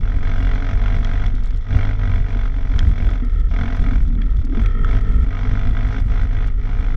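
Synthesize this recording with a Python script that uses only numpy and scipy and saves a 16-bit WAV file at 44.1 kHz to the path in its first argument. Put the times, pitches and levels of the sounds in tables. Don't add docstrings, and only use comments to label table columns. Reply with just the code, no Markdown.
import sys
import numpy as np
from scipy import signal
from scipy.fft import rfft, irfft, next_fast_len
from scipy.io import wavfile
from scipy.ndimage import uniform_filter1d, map_coordinates

SR = 44100
rng = np.random.default_rng(int(sys.argv[2]) if len(sys.argv) > 2 else 0)


def wav_out(sig):
    wavfile.write(sys.argv[1], SR, np.round(np.clip(np.atleast_2d(sig).T, -1, 1) * 32767).astype(np.int16))


N = 306936
T = np.arange(N) / SR


def undb(db):
    return 10 ** (np.asarray(db) / 20)


def unit(x):
    return x / np.sqrt(np.mean(x ** 2))


def noise():
    return rng.standard_normal(N)


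def wander(per_s):
    hold = int(SR / per_s)
    steps = np.repeat(rng.standard_normal(N // hold + 1), hold)
    return unit(uniform_filter1d(uniform_filter1d(steps, hold), hold)[:N])


def swells(rows, rise_s, fall_s):
    gain = np.ones(N)
    for start, end, db in rows:
        rise = 1 - np.exp(-np.clip(T - start, 0, end - start) / rise_s)
        fall = np.exp(-np.maximum(T - end, 0) / fall_s)
        gain += (undb(db) - 1) * rise * fall
    return 20 * np.log10(np.maximum(gain, 1e-3))


def keep_band(x, hz, kind, order=2):
    return signal.sosfilt(signal.butter(order, hz, kind, fs=SR, output="sos"), x)


def colour(x, spectrum):
    hz, db = np.transpose(spectrum)
    f = np.maximum(np.fft.rfftfreq(N, 1 / SR), 1)
    return irfft(rfft(x) * undb(np.interp(np.log(f), np.log(hz), db)), N)


def ring(x, modes):
    s = 1j * np.fft.rfftfreq(16384, 1 / SR)
    gain = sum((-1) ** k * undb(db) * s * width / (s * s + s * width + hz * hz)
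               for k, (hz, width, db) in enumerate(modes))
    cepstrum = irfft(np.log(np.abs(gain) + 1e-4))
    half = len(cepstrum) // 2
    folded = np.r_[cepstrum[0], 2 * cepstrum[1:half]]
    response = irfft(np.exp(rfft(folded, 2 * half)))[:half]
    size = 2 * next_fast_len((N + SR // 2) // 2)
    return irfft(rfft(x, size) * rfft(response, size), size)[:N]


def drifting_ring(x, modes, spread, per_s):
    low, high = (ring(x, np.array(modes) * [1 + side * spread / 2, 1, 1]) for side in (-1, 1))
    blend = .5 + .5 * np.tanh(wander(per_s))
    return (1 - blend) * low + blend * high


def echo(x, echoes):
    f = np.fft.rfftfreq(N, 1 / SR)
    spectrum = rfft(x)
    for delay_s, share in echoes:
        lag = np.exp(-2j * np.pi * f * delay_s)
        direct = np.sqrt(1 - share)
        spectrum = spectrum * (direct + lag) / (1 + direct * lag)
    return irfft(spectrum, N)


def clicks(times, sizes):
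    x = np.zeros(N)
    np.add.at(x, np.clip((times * SR).astype(int), 0, N - 1), sizes)
    return x


def burst(pulses, fade_s):
    return noise() * signal.lfilter([1], [1, -np.exp(-1 / (SR * fade_s))], pulses)


def blows(times, peaks_db, modes, fade_s, scrape, pitch=1):
    out = np.zeros(N)
    response = ring(np.r_[1, np.zeros(N - 1)], modes)[:SR // 8]
    age = T[:SR // 4]
    for time, db, fade, ratio in np.broadcast(times, peaks_db, fade_s, pitch):
        force = scrape * rng.standard_normal(len(age)) * np.exp(-age / fade)
        force[0] += 1
        retuned = map_coordinates(response, [ratio * np.arange(len(response))])
        start = int(time * SR)
        hit = signal.fftconvolve(force, retuned)[:N - start]
        out[start:start + len(hit)] += hit * undb(db) / np.abs(hit).max()
    return out


# (time [s], firings a second [Hz])
ENGINE_SPEED = [(0, 45.89), (.2, 45.36), (.29, 47.02), (.39, 44.66), (.5, 46), (.65, 45.02), (.76, 47.98),
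                (.84, 46.54), (.93, 47.52), (1.03, 46.77), (1.14, 48), (1.2, 47.7), (1.28, 49.05),
                (1.42, 48.08), (1.52, 49.97), (1.7, 49.53), (1.78, 48.54), (1.88, 49.21), (2.06, 48.7),
                (2.17, 47.07), (2.28, 47.85), (2.39, 46.46), (2.48, 46.43), (2.55, 45.96), (2.65, 46.35),
                (2.77, 43.93), (2.85, 46.75), (2.97, 45.39), (3.17, 45.7), (3.28, 39.6), (3.46, 35.4),
                (3.52, 37.6), (3.64, 44.83), (3.79, 43.14), (3.97, 42.56), (4.26, 37.75), (4.5, 36.6),
                (4.63, 49.1), (4.85, 46), (4.94, 51.6), (5.05, 49.3), (5.14, 44.5), (5.29, 47.23),
                (5.41, 48.76), (5.55, 49.72), (5.68, 51.81), (5.82, 50.13), (5.93, 52.64), (6.07, 51.1),
                (6.21, 53.11), (6.29, 51.63), (6.52, 52.99), (6.7, 51.34), (6.81, 53.01), (6.96, 50.38)]
def firing_times():
    speed_hz = np.interp(T, *np.transpose(ENGINE_SPEED))
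    cycles = .555 + np.cumsum(speed_hz) / SR
    return np.interp(np.arange(1, int(cycles[-1]) + 1), cycles, T)


def firings(scatter_db, jitter_s):
    times = firing_times()
    size, slip = rng.standard_normal((N // 500, 2))[:len(times)].T
    return clicks(times + jitter_s * slip, undb(scatter_db * size))


# (start [s], end [s], load above a closed throttle [dB])
THROTTLE_PRESSES = [(.02, .17, 13), (.21, .73, 17), (.76, .82, 13.5), (.82, .96, 18), (1.01, 1.25, 16),
                    (1.33, 1.47, 5), (1.64, 1.69, 8), (1.69, 1.91, 17), (1.98, 2.17, 16), (2.24, 2.46, 14),
                    (2.52, 2.68, 9.5), (2.7, 2.84, 14.5), (2.87, 2.95, 9.5), (2.95, 3.15, 15),
                    (3.5, 3.58, 17), (3.58, 3.78, 16.5), (3.81, 3.95, 15.5), (4.52, 4.61, 15),
                    (4.85, 4.98, 15.5), (5.03, 5.12, 7), (5.22, 5.29, 9.5), (5.3, 5.68, 14.5),
                    (5.73, 5.99, 14.5), (6.08, 6.23, 14), (6.3, 6.46, 12.5), (6.62, 6.92, 11)]
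def throttle():
    return swells(THROTTLE_PRESSES, rise_s=.022, fall_s=.039)


# (delay [s], share sent back [0 to 1])
BEND_ECHOES = [(.00062, 0.11), (.0021, 0.25), (.0047, 0.12)]
# (pitch [Hz], width [Hz], level [dB])
PIPE_NOTES = [(415, 57, 4), (432.8, 89, 2.5), (591.6, 12, -5), (652.8, 19.8, -1.5), (717.3, 56.6, -3.5),
              (838.6, 24, -5), (990, 51.4, -6.5), (1126, 34, -9), (1250, 21, 0), (1424, 154, -3.5),
              (1610, 76, -1), (1671, 107, -5.5), (1830, 140, -6.5), (1957, 54, -1.5), (2196, 180, -4),
              (2478, 260, -6.5), (2536, 116, -5.5), (2800, 46, -12), (3165, 220, -13), (3460, 110, -10),
              (3880, 60, -31), (4000, 180, -21), (4600, 1500, -40), (5770, 130, -29), (5470, 300, -38)]
def pipe_bark(pulses, gas_pulses):
    gas = keep_band(unit(burst(gas_pulses, fade_s=.0058)), 690, "high", order=1)
    crack = keep_band(unit(echo(pulses, BEND_ECHOES)), 870, "low", order=1)
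    force = keep_band(crack, 3000, "low", order=3) + undb(-6.5) * gas
    pipe = drifting_ring(force, PIPE_NOTES, spread=.0076, per_s=6)
    return unit(keep_band(pipe, 370, "high", order=4))


# (pitch [Hz], width [Hz], level [dB])
VALVE_NOTES = [(3060, 410, 3.5), (5540, 720, -20.5)]
def valve_tick(pulses):
    early = np.roll(pulses, -int(.0054 * SR))
    return unit(ring(burst(early, fade_s=.0013), VALVE_NOTES))


# (frequency [Hz], level [dB])
GAS_TONE = [(1500, -25), (2900, -8), (3400, 3), (4000, -3), (4600, -5), (5900, -2), (6800, -11),
            (8000, -15), (10000, -28), (15000, -40)]
def gas_hiss(gas_pulses):
    puffs = burst(gas_pulses, fade_s=.014)
    grit = undb(3 * wander(per_s=1500))
    return unit(colour(puffs * grit, GAS_TONE))


# (pitch [Hz], width [Hz], level [dB])
SILENCER_NOTES = [(46.6, 9.5, -3), (80, 16.8, 3.5), (99.8, 8.76, 9), (202, 21, -12.5), (265.4, 12, -9.5)]
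def silencer_boom(pulses):
    boom = keep_band(ring(pulses, SILENCER_NOTES), 410, "low", order=4)
    return unit(boom * undb(.9 * wander(per_s=14)))


def exhaust(load_db):
    pulses = firings(scatter_db=.8, jitter_s=.00003)
    gas_pulses = np.roll(pulses, int(.0005 * SR))
    rasp = pipe_bark(pulses, gas_pulses)
    rasp += undb(-28.5) * valve_tick(pulses)
    rasp += undb(-18.5) * gas_hiss(gas_pulses)
    return rasp * undb(-50.5 + load_db) + silencer_boom(pulses) * undb(-37.5 + .83 * load_db)


# (pitch [Hz], width [Hz], level [dB])
CASE_NOTES = [(428, 40, 6.5), (664, 30, -19), (980, 650, -31), (1270, 140, -2.5), (1390, 60, -2.5),
              (1890, 110, -3), (2240, 460, -11.5), (3100, 95, -18.5), (4150, 130, -32), (5900, 260, -40.5)]
def transmission():
    deep_water_s, soak_s = 4.2, .44
    wet = np.clip((T - deep_water_s) / soak_s, 0, 1)
    clash = firings(scatter_db=1.5, jitter_s=.00008)
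    bounce = np.roll(clash, int(.0023 * SR))
    rubbing = burst(bounce, fade_s=.012)
    force = unit(clash + undb(-11) * bounce) + undb(4.5) * unit(rubbing)
    case = keep_band(ring(force, CASE_NOTES), 340, "high", order=4)
    return unit(case) * undb(-48 + 4 * wet)


# (pitch [Hz], width [Hz], level [dB])
PANEL_NOTES = [(145, 116, -1), (164.3, 28, 3.5), (248.2, 27, 4), (281.4, 41, -1.5), (306, 160, -55)]
# (start [s], end [s], change in rumble [dB])
TRACK_RUTS = [(0.3, 0.47, 0.5), (3.56, 3.68, 4.5), (3.82, 3.97, 7.5), (4.03, 4.25, 12.5), (4.44, 4.6, -4),
              (4.72, 4.8, 14.5), (5.0, 5.25, 9), (5.4, 5.9, 2.5)]
def panel_rumble(load_db):
    jolts = noise() * undb(wander(per_s=30))
    shake = firings(scatter_db=2.5, jitter_s=.0002)
    force = unit(jolts) + undb(-2) * unit(shake)
    panels = drifting_ring(force, PANEL_NOTES, spread=.07, per_s=7)
    level_db = -43 + .58 * load_db + swells(TRACK_RUTS, rise_s=.024, fall_s=.024)
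    return unit(keep_band(panels, 287.4, "low", order=6)) * undb(level_db)


# (frequency [Hz], level [dB])
WIND_TONE = [(10, -25), (20, -7.5), (31, -4), (45, -10), (62, -22), (85, -21.5), (125, -34.5), (200, -42),
             (400, -55.5), (1000, -86)]
# (start [s], end [s], change in level [dB])
WIND_LULLS = [(1.62, 1.72, -8.5), (2.25, 2.31, -9.5), (2.93, 2.99, -6.5), (3.13, 3.19, -3),
              (3.62, 3.67, -12), (5.91, 5.96, -10)]
def wind():
    swirls = unit(colour(noise(), WIND_TONE))
    strength = np.sqrt(uniform_filter1d(swirls ** 2, int(.07 * SR)))
    evened = unit(swirls / strength ** 1.63)
    buffet_db = .74 * wander(per_s=4.3)
    lull_db = swells(WIND_LULLS, rise_s=.0051, fall_s=.0051)
    return evened * undb(-12.5 + buffet_db + lull_db)


# (frequency [Hz], level [dB])
SPRAY_TONE = [(300, -20), (700, -2), (1400, 0), (2200, -1), (2900, -5), (3400, 1), (4500, -6), (5900, -3),
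              (6800, -12), (8000, -15), (10000, -27), (15000, -40)]
def tyre_spray(load_db):
    hiss = colour(noise() * undb(2 * wander(per_s=25)), SPRAY_TONE)
    return unit(hiss) * undb(-63.5 + .56 * load_db)


# (pitch [Hz], width [Hz], level [dB])
HOUSING_NOTES = [(1350, 220, -9), (1980, 350, -8), (2600, 250, -15), (3417, 210, 0), (4650, 400, -17),
                 (5350, 350, -10), (7400, 1200, -25), (11300, 1800, -28)]
def fine_droplets():
    when, softness = rng.random((600, 2)).T
    taps = clicks(when * T[-1], undb(-10 * softness))
    return unit(ring(taps, HOUSING_NOTES)) * undb(-58.5)


# (time [s], level [dB], pitch [ratio])
SHARP_TICKS = [(0.5507, -29.5, 1.2), (1.0472, -16.5, 0.96), (1.265, -22, 1), (1.458, -31, 2.1),
               (1.508, -28, 0.92), (1.546, -30.5, 0.96), (1.8529, -28, 1), (2.7917, -9, 0.96),
               (4.3697, -33.5, 1.02)]
def sharp_ticks():
    times, levels_db, pitches = np.transpose(SHARP_TICKS)
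    return blows(times, levels_db, HOUSING_NOTES, fade_s=.0014, scrape=.1, pitch=pitches)


# (time [s], level [dB], fading time [s], pitch [ratio])
MUD_HITS = [(1.336, -22.5, 0.0042, 1.03), (1.724, -22, 0.066, 1.09), (2.354, -21.5, 0.0076, 0.99),
            (3.073, -25.5, 0.024, 1.23), (3.22, -18.5, 0.027, 0.99), (3.626, -22, 0.026, 1.04),
            (3.86, -24, 0.027, 1.18), (4.159, -20, 0.055, 0.89), (4.428, -24, 0.074, 1.03),
            (4.485, -21.5, 0.057, 1.143), (4.525, -18, 0.018, 1.12), (4.569, -16, 0.011, .96)]
# (pitch [Hz], width [Hz], level [dB])
SLAP_NOTES = [(240, 20.7, 14), (327, 32, -13.5), (395, 52, -37.5)]
def mud_slaps():
    times, levels_db, fades_s, pitches = np.transpose(MUD_HITS)
    slaps = blows(times, levels_db, SLAP_NOTES, fades_s, scrape=.96, pitch=pitches)
    return keep_band(slaps, 450, "low", order=4)


# (time [s], level [dB])
CRACKLE_HITS = [(1.351, -36.5), (1.436, -35), (1.459, -39), (1.472, -38), (1.561, -40), (1.572, -37),
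                (3.104, -35), (3.249, -35), (3.396, -38.5), (3.765, -37), (4.078, -36.5), (4.45, -34.5),
                (5.011, -36), (5.12, -41), (5.242, -37), (5.267, -53), (5.877, -40), (6, -35.5),
                (6.236, -39), (6.473, -34)]
# (pitch [Hz], width [Hz], level [dB])
CRACKLE_TONE = [(3500, 1100, -3), (5600, 2700, -3.5), (7650, 3300, -5), (11200, 1700, -7)]
def crackles():
    return blows(*np.transpose(CRACKLE_HITS), CRACKLE_TONE, fade_s=.004, scrape=1)


# (start [s], end [s], change in level [dB])
LEVEL_DIPS = [(1.56, 1.65, -1), (3.42, 3.48, -2.5), (4.99, 5.03, -3), (6.0, 6.07, -3.5), (6.49, 6.58, -5)]
def dipped(sound):
    return sound * undb(swells(LEVEL_DIPS, rise_s=.0074, fall_s=.0074))


# (start [s], end [s], level [dB], delay after each firing [s])
SLACK_SPELLS = [(3.22, 3.48, -37.5, 0.0087), (4.17, 4.357, -37, 0.0072), (4.63, 4.877, -30.5, 0.0062),
                (4.88, 4.987, -34.5, 0), (5.0, 5.228, -32.5, 0.0047)]
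# (pitch [Hz], level [dB])
CHIRP_TONES = [(428, -2.5), (1315, -2), (1830, -8), (2110, -15), (3210, -17)]
def belt_chirps():
    chirp_s, pitch_spread, scatter_db = .015, .011, 1.6
    out, times = np.zeros(N), firing_times()
    age = T[:int(chirp_s * SR)]
    swell = np.sin(np.pi * age / chirp_s) ** 2
    chance = rng.standard_normal((len(times), 1 + len(CHIRP_TONES)))
    for start, end, level_db, delay_s in SLACK_SPELLS:
        for k in np.flatnonzero((times >= start) & (times < end)):
            size, *detunes = chance[k]
            tones = sum(undb(db) * np.sin(2 * np.pi * hz * (1 + pitch_spread * detune) * age)
                        for (hz, db), detune in zip(CHIRP_TONES, detunes))
            i = int((times[k] + delay_s) * SR)
            out[i:i + len(age)] += swell * tones * undb(level_db + scatter_db * size)
    return out


# (time [s], level [dB])
EXHAUST_POPS = [(4.2181, -24.5), (4.6602, -19)]
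# (pitch [Hz], width [Hz], level [dB])
POP_NOTES = [(1080, 97, -10), (1610, 230, 2), (2000, 180, 3), (2190, 180, 4), (2700, 480, -6),
             (3280, 170, 0.5), (4600, 600, -19), (5550, 610, -19.5)]
def exhaust_pops():
    return blows(*np.transpose(EXHAUST_POPS), POP_NOTES, fade_s=.003, scrape=.3)


# (time [s], level [dB])
SNATCH_HIT = [(4.8463, -14.5)]
# (pitch [Hz], width [Hz], level [dB])
SNATCH_NOTES = [(1330, 63, 5), (1830, 190, -10), (2470, 260, -24), (3410, 77, -9), (5400, 900, -32)]
def belt_snatch():
    return blows(*np.transpose(SNATCH_HIT), SNATCH_NOTES, fade_s=.003, scrape=.08)


def scene():
    load_db = throttle()
    engine = exhaust(load_db) + transmission() + belt_chirps()
    ride = panel_rumble(load_db) + tyre_spray(load_db) + fine_droplets()
    hits = sharp_ticks() + mud_slaps() + crackles() + exhaust_pops() + belt_snatch()
    return (dipped(engine + ride) + wind() + hits)[None]


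def record(dry):
    end_fades = np.clip(np.minimum(T, T[-1] - T) / .008, 0, 1)
    muffled = keep_band(dry[0] * end_fades, 5670, "low")
    rounded = np.tanh(.72 * muffled) / .85
    overload = np.clip(np.abs(rounded) - .36, 0, .05)
    fizz = colour(noise(), [(500, -8.5), (3000, -15.5), (8000, 5), (11000, -9), (15000, -27)])
    crackle = undb(-29.5) * overload * fizz
    top_cut = signal.ellip(8, .2, 70, 15800, fs=SR, output="sos")
    return signal.sosfilt(top_cut, rounded + crackle)[None]


dry = scene()
out = record(dry)
wav_out(out)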